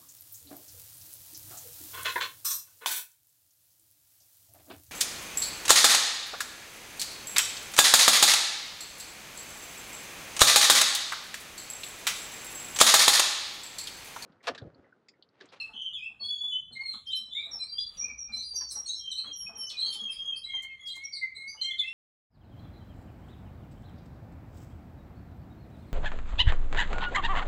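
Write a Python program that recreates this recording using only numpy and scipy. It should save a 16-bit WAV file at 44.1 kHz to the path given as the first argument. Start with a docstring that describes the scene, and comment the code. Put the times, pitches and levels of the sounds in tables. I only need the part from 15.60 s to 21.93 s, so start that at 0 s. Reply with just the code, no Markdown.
"""A small, hard-walled room with canaries in wooden cages, several singing at once.
Each syrinx makes gliding, near-pure tones: whistles, trills and chips, edged with squeaks and ticks.
Feet knock perches and boom cage panels; wings and seed husks rustle.
Movement thuds through the cabinet, over a low room rumble and a faint hum."""
import sys
import numpy as np
from scipy import signal
from scipy.fft import rfft, irfft, next_fast_len
from scipy.io import wavfile

SR = 44100
rng = np.random.default_rng(int(sys.argv[2]) if len(sys.argv) > 2 else 0)


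def master_out(mix):
    """Clip the mix to full scale and print it as 16-bit PCM to the path in sys.argv[1]."""
    frames = np.transpose(np.atleast_2d(mix))
    ceiling = np.clip(frames, -1, 1)
    pcm = np.round(ceiling * 32767).astype(np.int16)
    wavfile.write(sys.argv[1], SR, pcm)


N = 279153

# Levels are relative within a table. swell: rise over the note. tau: 1/e time either side of a peak.
# held, bent whistles: t/s, length/s, f_start/Hz, f_mid/Hz, f_end/Hz, level/dB, swell/dB
WHISTLE_NOTES = [(0, 0.02, 4300, 4178, 4120, -34.5, -18), (0, 0.052, 2790, 2612, 2630, -38, -18),
                 (0.358, 0.12, 2750, 2458, 2810, -48, 8), (0.42, 0.069, 2504, 2656, 2702, -39, -3),
                 (0.596, 0.079, 4397, 4370, 4250, -33, 8), (0.609, 0.17, 3260, 3396, 3327, -36.5, 12.5),
                 (0.636, 0.09, 4420, 4480, 4370, -34, 2), (0.783, 0.16, 3383, 3442, 3415, -33.5, -5.5),
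                 (0.911, .11, 3057, 3029, 3210, -31.5, -10), (1.154, 0.1, 2150, 2121, 2308, -43, -5),
                 (1.202, 0.14, 4362, 4250, 3993, -33.5, 2.5), (1.456, 0.0885, 3150, 3154, 3046, -36.5, 7),
                 (1.494, 0.072, 3197, 3953, 4020, -36.5, 8), (1.529, 0.089, 3020, 3118, 3080, -35.5, -18),
                 (1.539, 0.1, 4086, 3947, 3965, -32.5, -7.5), (1.749, 0.083, 2066, 2301, 2420, -43.5, 0),
                 (1.989, 0.081, 4170, 4050, 4450, -38, -9), (1.985, 0.067, 2590, 2393, 2250, -57, 7),
                 (2.125, 0.089, 3260, 3195, 3350, -51, 9), (2.073, 0.24, 4546, 4800, 4560, -38.5, -4),
                 (2.406, 0.08, 2325, 2415, 2520, -43, -1), (2.466, 0.052, 2554, 2359, 2330, -40.5, 5),
                 (2.637, 0.12, 2447, 2394, 2298, -52.5, 17), (2.72, .052, 4064, 4085, 4060, -34, 18),
                 (2.738, .073, 5100, 5750, 6320, -40, 4), (2.825, 0.13, 4736, 4766, 4560, -34.5, -11),
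                 (2.936, 0.2, 4787, 4576, 4580, -41.5, -34), (3.328, 0.094, 5600, 5470, 5820, -42.5, 14),
                 (3.57, 0.045, 2680, 2590, 2650, -61, 0), (3.861, 0.03, 2480, 2514, 2380, -49, -9),
                 (4.119, 0.07, 2670, 2460, 2430, -54, -2), (4.483, .034, 2670, 2622, 2670, -46, -1),
                 (4.72, 0.036, 2630, 2600, 2610, -50, 9), (4.838, 0.048, 3880, 4020, 4050, -42, -13),
                 (4.856, .085, 2115, 2135, 2095, -42.5, 21), (4.967, .28, 2050, 2141, 1993, -50.5, -23),
                 (5.076, 0.059, 2800, 2630, 2570, -65.5, -2), (5.335, 0.12, 2107, 2136, 2237, -44, 2),
                 (5.463, 0.25, 2324, 2138, 2310, -49.5, -2), (5.612, 0.059, 2170, 2074, 2147, -34.5, -10.5),
                 (5.752, 0.15, 2230, 2143, 2243, -47.5, 13.5), (5.968, 0.15, 2870, 3155, 3075, -37.5, 10.5),
                 (6.021, 0.12, 2070, 2136, 2053, -46.5, 17.5), (6.202, 0.076, 2186, 2065, 2220, -48.5, -4),
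                 (6.225, 0.14, 2510, 2688, 2680, -41.5, -2)]
# t/s, length/s, f_mid/Hz, level/dB, swell/dB
SIGH_NOTES = [(3.381, 0.16, 3160, -40.5, 16), (3.652, 0.12, 3218, -43, -4),
              (3.798, 0.024, 3085, -45.5, -11), (3.931, 0.17, 3073, -49, 27.5),
              (4.213, 0.17, 3177, -41, -13), (4.378, 0.15, 3250, -35.5, 7.5),
              (4.561, 0.149, 3200, -40.5, -24.5), (4.634, 0.13, 3240, -35.5, 4),
              (4.88, .15, 3185, -35.5, -2.5), (5.19, 0.187, 3280, -40, 0.5)]  # soft falling whistles
SCOOP_NOTES = [(1.555, 0.023, 5450, -41, 12), (1.912, .07, 5460, -33.5, -6),
               (2.369, 0.0398, 5710, -34.5, 19), (2.415, 0.0493, 5710, -28.5, -3),
               (2.576, .06, 5703, -31.5, 4), (2.938, 0.068, 6110, -42, -15), (2.955, .1, 5604, -32, -18),
               (3.149, 0.045, 5686, -27.5, 9), (3.266, 0.0406, 6440, -32.5, 17),
               (3.725, 0.067, 5610, -42, -22), (3.755, 0.1257, 5580, -36, -4),
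               (3.948, 0.105, 5493, -35.5, 7), (4.318, 0.041, 5310, -45.5, 0),
               (5.436, .041, 5584, -41.5, -15)]  # high notes dropping onto pitch
# buzzy slurs: t/s, length/s, f_start/Hz, f_end/Hz, level/dB, swell/dB
TRILL_NOTES = [(0.133, 0.16, 3164, 3090, -39, -11), (1.696, 0.078, 3400, 3663, -40.5, 20),
               (1.725, 0.18, 3583, 3913, -42, -6.5), (2.193, 0.043, 3940, 4170, -47.5, -9),
               (2.748, .084, 4214, 4124, -41.5, 21.5), (3.28, 0.069, 3834, 4123, -37.5, 1),
               (3.53, 0.085, 3850, 4305, -35.5, 2.5), (4.186, 0.17, 3987, 4720, -39.5, -42.5),
               (5.523, 0.056, 4750, 3887, -37, -12), (6.178, 0.014, 3430, 4350, -46, 10)]
# t/s, length/s, f_start/Hz, f_end/Hz, level/dB
CHIP_NOTES = [(1.12, 0.03, 4290, 3887, -42), (1.328, 0.016, 4080, 3120, -43),
              (1.462, 0.025, 5570, 4695, -51), (3.085, 0.041, 6460, 4920, -40),
              (3.1, 0.021, 4410, 3910, -39), (3.257, .032, 4170, 4395, -39.5),
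              (3.494, 0.04, 6260, 5510, -45.5), (4.052, 0.03, 5050, 6620, -43),
              (4.091, 0.019, 5060, 3200, -38.5), (4.302, 0.038, 4530, 3110, -49.5),
              (4.502, 0.061, 5380, 4620, -52), (4.521, 0.013, 4400, 2410, -52.5),
              (4.757, 0.025, 4350, 5330, -44.5), (5.255, .044, 5550, 3190, -47.5),
              (5.298, .044, 3990, 4060, -44.5), (5.747, 0.042, 3982, 4120, -43),
              (5.873, 0.037, 4590, 4995, -40), (5.88, 0.031, 5930, 6200, -42.5),
              (6.009, .048, 6220, 5530, -45)]  # raspy flicks
PIP_NOTES = [(0.332, 0.0505, 3600, 3170, -34), (2.181, 0.018, 3326, 3540, -27),
             (3.513, 0.021, 4203, 3620, -24.5), (4.169, 0.04, 3922, 4116, -28.5),
             (6.013, 0.024, 4203, 4065, -23.5), (6.107, 0.016, 3456, 3280, -30),
             (6.18, .064, 3600, 3203, -34.5), (6.191, 0.016, 3580, 3404, -23)]  # short, loud, aimed at the listener
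SQUEAK_NOTES = [(1.554, 0.027, 11200, 10720, -52.5), (2.838, 0.097, 9740, 9470, -60),
                (2.944, .04, 9900, 9200, -56.5), (2.95, 0.028, 12500, 11900, -60.5),
                (3.101, 0.036, 8300, 8130, -45), (3.114, 0.022, 9800, 11400, -46),
                (3.258, 0.032, 8200, 8900, -49), (3.51, 0.0246, 8400, 7780, -51),
                (3.761, 0.092, 11200, 10610, -54.5), (3.971, 0.066, 10800, 10750, -50.5),
                (4.298, 0.028, 10900, 10600, -52.5), (4.326, 0.022, 10100, 10830, -47.5),
                (4.339, 0.012, 9700, 9140, -56), (4.34, 0.0097, 7500, 7200, -60),
                (4.503, .045, 10500, 9500, -52.5), (4.761, 0.03, 9200, 10680, -53.5),
                (5.542, 0.045, 9700, 7840, -57), (6.018, .05, 7000, 8070, -55),
                (6.191, .035, 6660, 6850, -70)]  # thin, scratchy
# song radiation: f/Hz, gain/dB
SONG_EQ = [(1500, 6), (6200, -3), (7200, 1), (8300, 1.5), (9200, -8), (10800, 5.5), (11900, -14),
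           (12800, -14), (14300, -13.5), (15500, -2)]
# room decay: f/Hz, t60/s
ROOM_T60 = [(2200, 0.34), (3200, 0.41), (4200, 0.3), (6000, 0.32), (10000, .22)]
# bright scratchy ticks: t/s, level/dB
BRIGHT_TICKS = [(3.118, -30.5), (4.0983, -37.5), (4.337, -33), (5.023, -35.5), (5.2724, -35.5),
                (5.3552, -35.5)]
# feet on perches: t/s, knock level/dB, panel level/dB, knock f/Hz
LANDINGS = [(0.091, -52, -76, 875), (0.138, -55.5, -59, 834), (0.498, -59.5, -70, 740),
            (0.601, -54, -66, 851), (0.833, -55, -63, 845), (1.108, -61.5, -58.5, 536),
            (1.208, -55.5, -77, 853), (1.337, -44, -57, 1100), (1.587, -88, -65, 1610),
            (1.859, -57, -72, 522), (1.941, -50, -73, 832), (2.424, -59.5, -61, 439),
            (2.514, -61.5, -60.5, 907), (2.691, -55, -56.5, 740), (2.76, -54.5, -59.5, 840),
            (2.93, -55.5, -86, 826), (3.009, -45, -66, 1200), (3.156, -47, -68, 1210),
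            (3.639, -44.5, -62, 1450), (3.67, -55.5, -60, 455), (3.889, -47.5, -64, 910),
            (3.928, -52.5, -66, 673), (3.966, -53, -62, 746), (4.254, -57, -63.5, 797),
            (4.352, -51.5, -65, 423), (4.41, -60, -56, 433), (4.936, -47, -71, 826), (5.036, -55, -83, 834),
            (5.363, -53, -68, 1180), (5.944, -51.5, -84, 826)]
# wood resonances: f/Hz, bandwidth/Hz, level/dB
PERCH_MODES = [(452, 30, 2), (677, 42, -2), (840, 53, 2.5), (1066, 120, -3.5), (1190, 150, -1.5),
               (1670, 640, -7.5)]  # perch and cage front
PANEL_MODES = [(215, 18, -1), (298, 50, -11.5), (138, 5.9, -8.5)]  # back panel
# swells: t_peak/s, tau/s, level/dB
THUMP_SWELLS = [(.66, 0.046, -61), (1.09, .05, -62.5), (2.01, 0.068, -65), (2.37, 0.071, -61),
                (2.73, 0.1, -64), (3.85, 0.04, -56), (4.04, .03, -69), (4.6, 0.04, -60), (4.81, 0.11, -66)]  # cabinet
HUSK_SWELLS = [(.02, .07, -63), (1.95, 0.12, -61), (2.43, 0.095, -61.5), (3.17, 0.092, -63),
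               (3.68, .05, -62), (3.96, 0.041, -58), (4.27, 0.28, -62), (4.53, .05, -69), (4.72, .1, -66.5),
               (5.99, 0.065, -71)]  # shuffling in seed husks
WING_SWELLS = [(.02, 0.074, -65.5), (1.33, 0.076, -61.5), (2.375, 0.05, -59.5), (2.77, 0.043, -66),
               (2.98, 0.13, -67.5), (3.29, .04, -61.5), (4.35, 0.017, -48.5), (5.05, 0.16, -74.5),
               (5.44, 0.045, -63.5), (6.24, 0.18, -67.5)]  # wing flicks
HUM_SWELLS = [(2.719, 0.45, -58)]
# noise spectra: f/Hz, density/dB
TICK_SPECTRUM = [(1500, -7), (3500, -13.5), (7000, 11.5), (10500, 2), (13000, -7), (15500, -4.5)]
THUMP_SPECTRUM = [(13, -32), (22, -3.5), (64, -1.5), (87, -2), (130, -8.5), (200, -5.5), (260, -32),
                  (440, -120)]
RUMBLE_SPECTRUM = [(20, -37), (30, -23), (42, -4), (64, -4.5), (85, -3.5), (125, -6.5), (170, -10.5),
                   (300, -16), (600, -66.5)]
HUSK_SPECTRUM = [(60, -9.5), (130, -2.5), (240, 0.5), (370, -2.5), (500, 3), (700, -4), (950, -2.5),
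                 (1130, 1), (1220, 5.5), (1320, -1), (1450, -7), (1900, -4.5), (2800, -14.5), (5000, -28.5)]
WING_SPECTRUM = [(1200, -35.5), (2000, -1.5), (4000, 11), (5200, -19), (7000, 1.5), (8300, -12),
                 (9800, 2.5), (11500, -19.5), (13000, -18.5), (15500, -13.5)]


def canaries():
    """Six syllable types, each with its own glide, overtones and share of room."""
    song = np.zeros(N)
    for t_s, length_s, *glide_hz, db, swell_db in WHISTLE_NOTES:
        add(song, t_s, sing(length_s, glide_hz, db, swell_db, overtone_db=-29, buzz_hz=7.7, wet_db=-2))
    for t_s, length_s, hz, db, swell_db in SIGH_NOTES:
        add(song, t_s, sing(length_s, (1.03 * hz, hz, 0.97 * hz), db, swell_db,
                            overtone_db=-26.5, buzz_hz=8.7, wet_db=-3.5, flutter_db=4))
    for t_s, length_s, hz, db, swell_db in SCOOP_NOTES:
        add(song, t_s, sing(length_s, (1.035 * hz, hz, 0.98 * hz), db, swell_db,
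                            overtone_db=-42, buzz_hz=29, wet_db=-1, waver=0.0042, flutter_db=3.2))
    for t_s, length_s, start_hz, end_hz, db, swell_db in TRILL_NOTES:
        add(song, t_s, sing(length_s, np.linspace(start_hz, end_hz, 3), db, swell_db,
                            overtone_db=-31, buzz_hz=125, wet_db=4.2))
    for t_s, length_s, start_hz, end_hz, db in CHIP_NOTES:
        add(song, t_s, sing(length_s, np.linspace(start_hz, end_hz, 3), db, swell_db=1.5,
                            overtone_db=-18.5, buzz_hz=70, wet_db=3, waver=0.008))
    for t_s, length_s, start_hz, end_hz, db in PIP_NOTES:
        add(song, t_s, sing(length_s, np.linspace(start_hz, end_hz, 3), db, swell_db=-1.5,
                            overtone_db=-28.5, buzz_hz=22, wet_db=-4))
    return filtered(song, lambda hz: amp(along(SONG_EQ, hz)))


def sing(length_s, glide_hz, db, swell_db, overtone_db, buzz_hz, wet_db, waver=0.0024, flutter_db=3.5):
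    """One note through cage and room; louder notes are purer."""
    usual_db = -37
    overtone_db -= 0.29 * (db - usual_db)
    note = syrinx(length_s, glide_hz, swell_db, overtone_db, buzz_hz, waver, flutter_db)
    return amp(db) * room(cage(note), wet_db, along(ROOM_T60, glide_hz[1]))


def syrinx(length_s, glide_hz, swell_db, overtone_db, buzz_hz, waver, flutter_db, buzz_rate_hz=170):
    """Sine on a parabolic glide, frequency-modulated by +/- buzz_hz, with weak raspy overtones."""
    start_hz, mid_hz, end_hz = glide_hz
    n = int(length_s * SR)
    t = np.arange(n) / SR
    u = t / t[-1]
    path_hz = start_hz * (1 - u) * (1 - 2 * u) + 4 * mid_hz * u * (1 - u) + end_hz * u * (2 * u - 1)
    buzz = np.sin(2 * np.pi * buzz_rate_hz * t + wobble(57.2, n))
    slip_hz = 0.0032 * np.abs(np.gradient(path_hz)) * SR  # faster slur, less steady tone
    pitch_hz = path_hz * (1 + waver * wobble(121.3, n)) + buzz_hz * buzz + slip_hz * wobble(903.6, n)
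    phase = 2 * np.pi * np.cumsum(pitch_hz) / SR
    raspy_phase = phase + 0.075 * wobble(1400, n)
    overtones = sum(amp(db) * np.sin(k * raspy_phase)
                    for k, db in ((2, 0), (3, -9), (4, -20)) if k * mid_hz < SR / 2)
    arch = np.abs(np.sin(np.pi * u)) ** 0.66
    pressure = arch * amp(swell_db * (u - 0.5) + flutter_db * wobble(110, n))
    beak_gain = amp(7.76 * wobble(220, n) - 1.5)  # overtones come and go with the beak
    return pressure * (np.sin(phase) + amp(overtone_db) * beak_gain * overtones)


def squeaks(scratch_hz=270, scratch_rate_hz=900):
    """Thin, scratchy high squeaks, many of them overtones of the sung notes."""
    track = np.zeros(N)
    for t_s, length_s, start_hz, end_hz, db in SQUEAK_NOTES:
        u = np.linspace(0, 1, int(length_s * SR))
        pitch_hz = start_hz + (end_hz - start_hz) * u + scratch_hz * wobble(scratch_rate_hz, len(u))
        arch = np.sqrt(np.abs(np.sin(np.pi * u)))
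        squeak = arch * np.sin(2 * np.pi * np.cumsum(pitch_hz) / SR)
        add(track, t_s, amp(db + 3) * room(squeak, wet_db=-1, t60_s=along(ROOM_T60, start_hz)))
    return track


def ticks(rise_s=0.0095, decay_s=0.0066, lead_s=0.005):
    """Brief, bright, scratchy ticks, most of them the raspy edge of a chirp."""
    track = np.zeros(N)
    t = np.arange(SR // 10) / SR
    envelope = np.exp(-t / decay_s) * (1 - np.exp(-t / rise_s)) ** 2
    for t_s, db in BRIGHT_TICKS:
        burst = envelope * noise(TICK_SPECTRUM, len(t))
        add(track, t_s - lead_s, amp(db - 2) * room(burst, wet_db=4.5, t60_s=0.1))
    return track


def hops(focus_db_per_oct=11):
    """A landing rings the perch modes near its pitch and booms the back panel."""
    track = np.zeros(N)
    for t_s, knock_db, panel_db, knock_hz in LANDINGS:
        modes = [(hz, width_hz, db - focus_db_per_oct * abs(np.log2(hz / knock_hz)))
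                 for hz, width_hz, db in PERCH_MODES]
        add(track, t_s, amp(knock_db) * knock(modes, contact_s=0.014))
        add(track, t_s, amp(panel_db + 4.5) * knock(PANEL_MODES, contact_s=0.0083))
    return track


def patter(steps_per_s=2, softest_db=-66.5, range_db=6):
    """Light steps at random times ring the same perch and panel."""
    track = np.zeros(N)
    for when, force, boom in rng.random((int(steps_per_s * N / SR), 3)):
        step = knock(PERCH_MODES, contact_s=0.0045) + boom * knock(PANEL_MODES, contact_s=0.0087)
        add(track, when * N / SR, amp(softest_db + range_db * force) * step)
    return track


def knock(modes, contact_s, rise_s=0.00052, dull_hz=3500):
    """A scuff rings wood modes at random strengths, in the room; peak 1."""
    def wood(f):
        return sum((-1) ** k * amp(db + rng.normal(0, 3))
                   * 1j * f * width_hz / (hz * hz - f * f + 1j * f * width_hz)
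                   for k, (hz, width_hz, db) in enumerate(modes))

    t = np.arange(SR // 8) / SR
    scuff = rng.standard_normal(len(t)) * np.exp(-t / contact_s) * (1 - np.exp(-t / rise_s))
    ring = filtered(scuff, wood)
    dulled = filtered(ring, lambda f: 1 / (1 + 1j * f / dull_hz) ** 2)  # dull knock, little treble
    heard = room(dulled, wet_db=2.5, t60_s=0.19)
    return heard / np.abs(heard).max()


def rustle():
    """Moving birds stir seed husks and feathers: two noises, one shared flutter."""
    flutter = wobble(30, N)
    husks = swells(HUSK_SWELLS, rest_db=-78) * amp(0.18 + 3.25 * flutter) * noise(HUSK_SPECTRUM, N)
    wings = swells(WING_SWELLS, rest_db=-85) * amp(0.5 + 0.78 * flutter) * noise(WING_SPECTRUM, N)
    return husks + wings


def cabinet():
    """Moving birds shake the cabinet: dull thumps."""
    return swells(THUMP_SWELLS, rest_db=-84) * amp(wobble(37, N) - 0.5) * noise(THUMP_SPECTRUM, N)


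def rumble(level_db=-71):
    """Low, slightly wavering room noise."""
    return amp(level_db + 1.6 * wobble(17, N)) * noise(RUMBLE_SPECTRUM, N)


def hum(hz=63):
    """Faint room drone with one swell."""
    tone = np.sin(2 * np.pi * hz * np.arange(N) / SR)
    return swells(HUM_SWELLS, rest_db=-81) * amp(2 * wobble(14, N)) * tone


def cage(x, echoes=6):
    """Nearby boards return copies 2-17 ms late that beat against a glide; energy is kept."""
    impulse = np.zeros(SR // 60)
    impulse[0] = 1
    impulse[rng.integers(SR // 500, len(impulse), echoes)] = 0.2 * rng.choice([-1, 1], size=echoes)
    heard = signal.fftconvolve(x, impulse)
    return heard * np.linalg.norm(x) / np.linalg.norm(heard)


def room(x, wet_db, t60_s, build_s=0.00093):
    """Direct sound plus a hard-wall tail, drawn anew for each bird position."""
    t = np.arange(SR // 3) / SR
    tail = rng.standard_normal(len(t)) * np.exp(-np.log(1000) * t / t60_s) * (1 - np.exp(-t / build_s))
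    echo = signal.fftconvolve(x, tail)
    heard = amp(wet_db) * echo * np.linalg.norm(x) / np.linalg.norm(echo)
    heard[:len(x)] += x
    return heard


def swells(rows, rest_db):
    """Gain: exponential peaks over a resting level, summed in power."""
    t = np.arange(N) / SR
    power = sum((amp(db) * np.exp(-np.abs(t - peak_s) / tau_s)) ** 2 for peak_s, tau_s, db in rows)
    return np.sqrt(power + amp(rest_db) ** 2)


def wobble(rate_hz, n):
    """Random curve, linear between Gaussian knots."""
    at = np.arange(n) * rate_hz / SR
    knots = rng.spawn(1)[0].standard_normal(int(at[-1]) + 2)
    return np.interp(at, np.arange(len(knots)), knots)


def noise(spectrum, n):
    """Coloured noise, rms 1."""
    x = filtered(rng.standard_normal(n), lambda hz: amp(along(spectrum, hz)))
    return x / np.sqrt(np.mean(x ** 2) + 1e-20)


def filtered(x, response):
    """Apply a complex frequency response."""
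    n_fft = next_fast_len(len(x) + 2048, True)
    return irfft(rfft(x, n_fft) * response(np.fft.rfftfreq(n_fft, 1 / SR)), n_fft)[:len(x)]


def along(points, hz):
    """Interpolate (f/Hz, value) points on a log axis."""
    points_hz, values = np.transpose(points)
    return np.interp(np.log(hz + 1), np.log(points_hz + 1), values)


def amp(db):
    """dB to gain."""
    return 10 ** (np.asarray(db) / 20)


def add(track, t_s, x):
    """Mix x in at t_s."""
    start = max(round(t_s * SR), 0)
    part = x[:max(N - start, 0)]
    track[start:start + len(part)] += part


def scene():
    """Song over cage and room noises, mono."""
    birds = canaries() + squeaks() + hops() + patter() + ticks() + rustle()
    return (birds + cabinet() + rumble() + hum())[None]


def record(dry, top_hz=15850):
    """Brick-wall low-pass."""
    return np.array([filtered(x, lambda hz: hz < top_hz) for x in dry])


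dry = scene()
out = record(dry)
master_out(out)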